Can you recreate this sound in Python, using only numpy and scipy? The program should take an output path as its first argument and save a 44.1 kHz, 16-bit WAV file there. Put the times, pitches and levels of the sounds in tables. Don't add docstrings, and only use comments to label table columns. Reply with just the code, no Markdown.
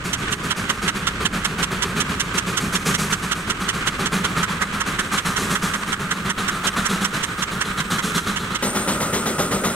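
import sys
import numpy as np
from scipy import signal
from scipy.fft import rfft, irfft, next_fast_len
from scipy.io import wavfile
from scipy.ndimage import map_coordinates

SR = 44100
rng = np.random.default_rng(int(sys.argv[2]) if len(sys.argv) > 2 else 0)


def master_out(mix):
    frames = np.transpose(np.atleast_2d(mix))
    ceiling = np.clip(frames, -1, 1)
    pcm = np.round(ceiling * 32767).astype(np.int16)
    wavfile.write(sys.argv[1], SR, pcm)


N = 429975
MOVE_S = 8.624


def amp(db):
    return 10 ** (np.asarray(db) / 20)


def unit(x):
    return x / np.sqrt(np.mean(x ** 2) + 1e-20)


def along(points, hz):
    f, v = np.transpose(points)
    return np.interp(np.log(hz + 1), np.log(f + 1), v)


def at(rows, times):
    s, *cols = np.transpose(rows)
    return [np.interp(times, s, c) for c in cols]


def wobble(rate, size=N):
    knots = rng.standard_normal(int(size * rate / SR) + 4)
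    return map_coordinates(knots, [np.arange(size) * rate / SR], mode="nearest")


def filtered(x, response):
    size = x.shape[-1]
    m = next_fast_len(size + 4096)
    spectrum = rfft(x, m) * response(np.fft.rfftfreq(m, 1 / SR))
    return irfft(spectrum, m)[..., :size]


def noise(spectrum, size=N):
    white = rng.standard_normal(size)
    return unit(filtered(white, lambda hz: amp(along(spectrum, hz))))


def wide(spectrum):
    # frequency in Hz, level of the differing share in dB.
    spread = [(30, -23), (70, -18), (170, -19.5), (400, -14.5), (1000, -6), (1500, -3), (2300, 3.5),
              (4000, -1), (9000, -3.5)]
    mid = noise(spectrum)
    side = filtered(noise(spectrum), lambda hz: amp(along(spread, hz)))
    return np.array([mid + side, mid - side])


def placed(x, right_db, right_lead_ms):
    side = np.array([[-1], [1]]) / 2
    lead_s = side * right_lead_ms * 10 ** -3
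    return filtered(x, lambda hz: amp(side * right_db) * np.exp(2j * np.pi * hz * lead_s))


def add(track, s, sound):
    start = max(round(s * SR), 0)
    part = track[start:start + len(sound)]
    part += sound[:len(part)]


def beside():
    return (np.arange(N) / SR >= MOVE_S) * 1.


def beat_times():
    # time in seconds, lag in seconds.
    crank_lag = [(0, 0.033), (1.0, 0.055), (2.35, .054), (2.8, 0.067), (3.35, 0.048), (4.05, 0.067),
                 (4.7, .044), (5.2, 0.062), (6.05, 0.044), (6.6, .059), (7.3, 0.042), (7.85, 0.062),
                 (8.59, .023), (9.6, .029)]
    stroke_s = .1263
    steady = np.arange(0, N / SR - stroke_s, stroke_s)
    return steady + at(crank_lag, steady)[0]


def spit_times():
    # time in seconds, lag in seconds, limp in seconds (alternate spits early and late).
    spit_lag = [(0, 0.14, 0.0021), (.7, .14, 0.00059), (1.0, 0.14, 0.0026), (2.05, .147, .004),
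                (3.1, .1455, 0.0012), (4.2, .14, 0), (5.6, 0.14, 0.00075), (6.5, .137, 0.00075),
                (6.95, 0.14, 0.00071), (8.1, 0.15, 0.0009), (8.4, 0.15, 0)]
    spit_s = .18681
    steady = np.arange(0, MOVE_S - spit_s, spit_s)
    lag, limp = at(spit_lag, steady)
    return steady + lag - limp * (-1) ** np.arange(len(steady))


def dip():
    bottom_s, fall_s, recovery_s = 0.026, 0.023, 0.033
    depth = np.zeros(N)
    t = np.arange(SR // 5) / SR - bottom_s
    shape = np.exp(-(t / np.where(t < 0, fall_s, recovery_s)) ** 2)
    for s in spit_times():
        add(depth, s, shape)
    return depth * (1 - beside())


def field(x):
    scatter_db, t60_s = -22, 0.072
    t = np.arange(SR // 6) / SR
    tail = rng.standard_normal((2, len(t))) * amp(-60 * t / t60_s)
    scatter = signal.fftconvolve(x, tail / np.linalg.norm(tail[0]), axes=1)[:, :N]
    return x + amp(scatter_db) * scatter


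def running():
    # frequency in Hz, relative level in dB.
    soil_colour = [(15, -22), (28, -37), (45, 0.5), (70, -5.5), (110, -2), (170, -10.5), (260, -7.5),
                   (450, -20), (800, -26), (2000, -63)]
    # frequency in Hz, relative level in dB.
    gearing_colour = [(400, -3.5), (750, -15), (1100, -2), (1240, 0.5), (1360, -5.5), (1560, 1.5),
                      (1750, -6), (2300, -8), (3300, -11.5), (5000, -20.5), (8500, -20), (12000, -51),
                      (16000, -64)]
    # frequency in Hz, relative level in dB.
    ring_colour = [(1100, -37), (1190, -17), (1230, 7), (1275, -3), (1380, 0.5), (1470, -7), (1560, -10.5),
                   (1700, -34)]
    # frequency in Hz, relative level in dB.
    crank_colour = [(120, -26), (230, -3), (320, 6), (400, -4), (600, 6.5), (720, -6), (1000, -5),
                    (1350, -11), (1700, -9), (4000, -29)]
    rumble_start_db, rumble_fall_db_per_s = -33.5, 0.62
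    gearing_ahead_db, gearing_beside_db = -33, -37.5
    rumble_dip_db, gearing_dip_db = 2.5, 4.5

    approach = np.arange(N) / N
    rumble_db = rumble_start_db - rumble_fall_db_per_s * np.arange(N) / SR + 1.5 * wobble(10)
    rumble = amp(rumble_db - rumble_dip_db * dip()) * wide(soil_colour)
    grit = amp(2.42 * wobble(35) + 1.74 * wobble(260))
    gearing_db = np.where(beside() > 0, gearing_beside_db, gearing_ahead_db)
    gearing = amp(gearing_db) * grit * wide(gearing_colour)
    gearing = gearing * amp([[-1.5], [1.5]])
    ring = amp(-44.5 + 11.2 * approach + 1.9 * wobble(3.0)) * noise(ring_colour)
    gears = amp(-gearing_dip_db * dip()) * (gearing + ring)
    crank = amp(-34.0) * beside() * wide(crank_colour)
    return rumble + gears + crank


def gland():
    # frequency in Hz, relative level in dB.
    leak_colour = [(1500, -20), (4000, -16), (7000, 4.5), (9000, 15), (11000, -3), (13000, -15),
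                   (15000, -17), (16000, -26)]
    # time in seconds, level in dB before pressure and flicker.
    whistle_level = [(0, -65), (3.1, -60), (3.4, -50), (4.3, -57), (4.9, -52), (8.6, -54), (8.66, -35),
                     (8.95, -40.5), (9.75, -44)]
    ahead_hz, ahead_swing_hz = 8480, 120.6
    beside_hz, beside_swing_hz = 8800, 443
    pressure_peak = .09

    t, beats = np.arange(N) / SR, beat_times()
    stroke = np.interp(t, np.append(beats, N / SR), np.arange(len(beats) + 1))
    pressure = np.cos(2 * np.pi * (stroke - pressure_peak))
    pitch_ahead = ahead_hz + ahead_swing_hz * pressure
    pitch_beside = beside_hz + beside_swing_hz * pressure
    pitch_hz = np.where(beside() > 0, pitch_beside, pitch_ahead) + 80 * wobble(14)
    airy = noise([(10, 0), (90, -1), (250, -13), (800, -32), (3000, -80)])
    tone = unit(airy * np.sin(2 * np.pi * np.cumsum(pitch_hz) / SR))
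    flicker_db = 2.5 * wobble(25) + 2 * wobble(5)
    whistle = amp(at(whistle_level, t)[0] - 3.0 * pressure + flicker_db) * tone
    leak = amp(-39.5) * beside() * wide(leak_colour)
    return whistle + leak


def spits():
    # frequency in Hz, relative level in dB.
    body_colour = [(500, -18.5), (780, -23), (950, -2.5), (1120, -2.5), (1330, 3.5), (1600, 0.5),
                   (1900, -0.5), (2150, -1), (2350, -12.5), (3500, -43)]
    # frequency in Hz, relative level in dB.
    rasp_colour = [(2300, -9.5), (2650, 4.5), (3100, 8.5), (3900, 0.5), (4600, -3.5), (5500, -44)]
    # frequency in Hz, relative level in dB.
    hiss_colour = [(4300, -22), (5000, 2.5), (5700, 7.5), (6600, 6), (8000, 4.5), (10000, -3), (13000, -11),
                   (16000, -41)]
    # time in seconds, body level in dB, rasp level in dB, hiss level in dB.
    spit_level = [(.14, -25, -24.5, -24), (.55, -21, -22.5, -26.5), (2.4, -24, -24, -22.5),
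                  (4.25, -22.5, -24.5, -27.5), (4.6, -21, -32, -29.5), (5.18, -21.5, -24, -26),
                  (5.7, -23, -30, -30), (6.48, -22.5, -28, -26.5), (6.68, -23, -22, -22),
                  (6.87, -22, -29, -24), (7.43, -22.5, -25, -25.5), (7.8, -22.5, -30, -32),
                  (8.56, -25, -26.5, -29)]

    body, rasp, hiss = np.zeros((3, N))
    size = SR // 4
    t = (np.arange(size) - size / 2) / SR
    snap = (1 + np.tanh((t + .008) / .0032)) / 2
    seep = np.exp(-((t + 0.0063) / 0.062) ** 2) * (1 - snap)

    def flow(width, seep_db):
        return snap * np.exp(-(t / width) ** 2) + amp(seep_db) * seep

    body_flow = flow(width=0.018, seep_db=-13.5)
    rasp_flow = flow(width=0.014, seep_db=-18.0)
    hiss_flow = flow(width=0.013, seep_db=-25.5)
    for s in spit_times():
        body_db, rasp_db, hiss_db = at(spit_level, s)
        sputter = amp(1.2 * wobble(330, size=size))
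        start = s + t[0]
        add(body, start, amp(body_db) * body_flow * sputter * noise(body_colour, size=size))
        add(rasp, start, amp(rasp_db) * rasp_flow * sputter * noise(rasp_colour, size=size))
        add(hiss, start, amp(hiss_db) * hiss_flow * sputter * noise(hiss_colour, size=size))
    body = placed(body, right_db=6.8, right_lead_ms=.13)
    rasp = placed(rasp, right_db=11, right_lead_ms=.12)
    hiss = placed(hiss, right_db=8, right_lead_ms=.105)
    return body + rasp + hiss


def blast(t, opening, hold, fall_db):
    return (1 - np.exp(-(t / opening) ** 2)) * amp(-fall_db * np.maximum(t - hold, 0))


def stack(flow, modes, note_hz, note_db):
    octave_db, wander_hz = -11, 14.95

    def pipe(f):
        total = 0
        for k, (centre, width, db) in enumerate(modes):
            damping = 1j * f * width
            total = total + (-1) ** k * amp(db) * damping / (centre * centre - f * f + damping)
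        return total

    turbulence = flow * rng.standard_normal(len(flow))
    ring = filtered(turbulence, lambda f: pipe(f) / (1 + 1j * f / 900) ** 2)
    pitch_hz = note_hz + wander_hz * wobble(60.5, size=len(flow))
    phase = 2 * np.pi * np.cumsum(pitch_hz) / SR
    late_flow = np.roll(flow, SR // 180)
    hoot = late_flow * (np.sin(phase) + amp(octave_db) * np.sin(2 * phase))
    return unit(unit(ring) + amp(note_db) * unit(hoot)) * np.sqrt(np.mean(flow ** 2))


def exhaust():
    # frequency in Hz, width in Hz, relative level in dB.
    stack_ahead = [(167, 41.7, 2.5), (202.5, 64.5, -0.5), (403, 80, -8), (500, 295, -19.5)]
    stack_beside = [(204, 85, 5), (226, 39.3, -22), (373.4, 17, 6), (580, 210, -4)]
    # frequency in Hz, relative level in dB.
    bark_ahead = [(250, -6), (450, -8), (720, -9.5), (950, -5), (1220, 3.5), (1500, 0.5), (1800, -3),
                  (2400, -14), (3400, -14), (5000, -55)]
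    bark_beside = [(250, -12), (500, 3), (720, 1), (1000, 3.5), (1120, 3.5), (1240, 5), (1450, 5),
                   (1650, -2), (1950, 2), (2300, -4.5), (3400, -7.5), (5000, -23)]
    # frequency in Hz, relative level in dB.
    rasp_far = [(1800, -9), (2400, 4.5), (2900, -4), (3700, -3.5), (4600, -4), (6000, -31)]
    rasp_near = [(1800, -29), (2500, -9), (3350, 3), (4100, 3), (4800, -15), (6000, -33)]
    # frequency in Hz, relative level in dB.
    hiss_colour = [(3500, -14), (4800, -2), (6300, 2), (8500, 0.5), (10500, -3), (13000, -9.5),
                   (15000, -20), (16000, -29)]
    # time in seconds, effort in dB.
    effort = [(0.03, -2.5), (0.28, -3.4), (0.42, -1), (0.68, 1), (0.93, 0.5), (1.08, -4), (1.19, 0.5),
              (1.95, 4), (2.08, -1.5), (2.97, 7), (3.09, 1.3), (3.46, -3.5), (3.72, 1.5), (3.85, 1),
              (4.11, 5.5), (4.24, 4.5), (4.35, 3.4), (4.61, -1.5), (5.37, 5.5), (5.86, -3.6), (6.88, 6),
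              (7.26, -5), (8.02, 6), (8.49, -1)]
    # time in seconds, boom level in dB, bark level in dB, hiss level in dB.
    beat_colour = [(0, -26, -29.5, -32), (1.7, -25, -27, -37.5), (2.4, -26.5, -28.5, -34.5),
                   (2.9, -27.5, -27.5, -31), (3.6, -26, -27.5, -34.5), (4.35, -24.5, -26.5, -36.5),
                   (5.1, -29, -25.5, -32.5), (5.65, -22.5, -25, -29.5), (6.2, -25.5, -27, -35.5),
                   (6.62, -28, -26, -35.5), (6.8, -25, -25.5, -35), (7.3, -26.5, -28, -31),
                   (7.65, -27, -27.5, -36), (8.1, -25.5, -29, -31.5), (8.5, -24.5, -27.5, -38)]
    rasp_ahead_db = -32
    boom_beside_db, bark_beside_db, rasp_beside_db, hiss_beside_db = -22, -22.3, -30, -24.5
    boom_grows, bark_grows, rasp_grows, hiss_grows = 0.79, 0.65, 1, 1.13
    uneven_db, boom_scatter_db = 0.77, 1.1
    dip_db = 5.5

    ahead, close = np.zeros(N), np.zeros(N)
    size = SR // 3
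    t = np.arange(size) / SR
    burst = np.maximum(t - .005, 0)
    for stroke, s in enumerate(beat_times()):
        effort_db = at(effort, s)[0] + uneven_db * (-1) ** stroke
        boom_gain = amp(boom_grows * effort_db + boom_scatter_db * rng.standard_normal())
        bark_gain = amp(bark_grows * effort_db)
        ragged = amp(0.8 * wobble(216, size=size))
        near = np.clip(s / MOVE_S, 0, 1) ** 2
        jet = np.sqrt(1 - near) * noise(rasp_far, size=size) + np.sqrt(near) * noise(rasp_near, size=size)
        rasp = amp(rasp_grows * effort_db) * blast(burst, opening=0.012, hold=0.021, fall_db=172) * jet
        steam = blast(t, opening=.016, hold=.029, fall_db=155) * noise(hiss_colour, size=size)
        hiss = amp(hiss_grows * effort_db) * steam
        if s < MOVE_S - .05:
            boom_db, bark_db, hiss_db = at(beat_colour, s)
            boom_flow = blast(t, opening=0.013, hold=0.028, fall_db=130)
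            boom = amp(boom_db) * boom_gain * stack(boom_flow, stack_ahead, note_hz=192.6, note_db=-4.5)
            bark_flow = blast(burst, opening=0.0056, hold=0.031, fall_db=133)
            bark = amp(bark_db) * bark_gain * bark_flow * noise(bark_ahead, size=size)
            add(ahead, s, boom + ragged * (bark + amp(rasp_ahead_db) * rasp) + amp(hiss_db) * hiss)
        else:
            boom_flow = blast(t, opening=0.0073, hold=0.035, fall_db=121)
            boom = stack(boom_flow, stack_beside, note_hz=201.0, note_db=-7.0)
            boom = amp(boom_beside_db) * boom_gain * boom
            bark_flow = blast(burst, opening=0.0049, hold=0.014, fall_db=136)
            bark = amp(bark_beside_db) * bark_gain * bark_flow * noise(bark_beside, size=size)
            add(close, s, boom + ragged * (bark + amp(rasp_beside_db) * rasp) + amp(hiss_beside_db) * hiss)
    ahead = amp(-dip_db * dip()) * placed(ahead, right_db=0.46, right_lead_ms=0)
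    close = placed(close, right_db=-0.5, right_lead_ms=-0.063)
    return ahead * (1 - beside()) + close * beside()


def scene():
    return field(exhaust()) + spits() + running() + gland()


def record(dry):
    top_hz = 15780
    return filtered(dry, lambda hz: hz < top_hz)


dry = scene()
out = record(dry)
master_out(out)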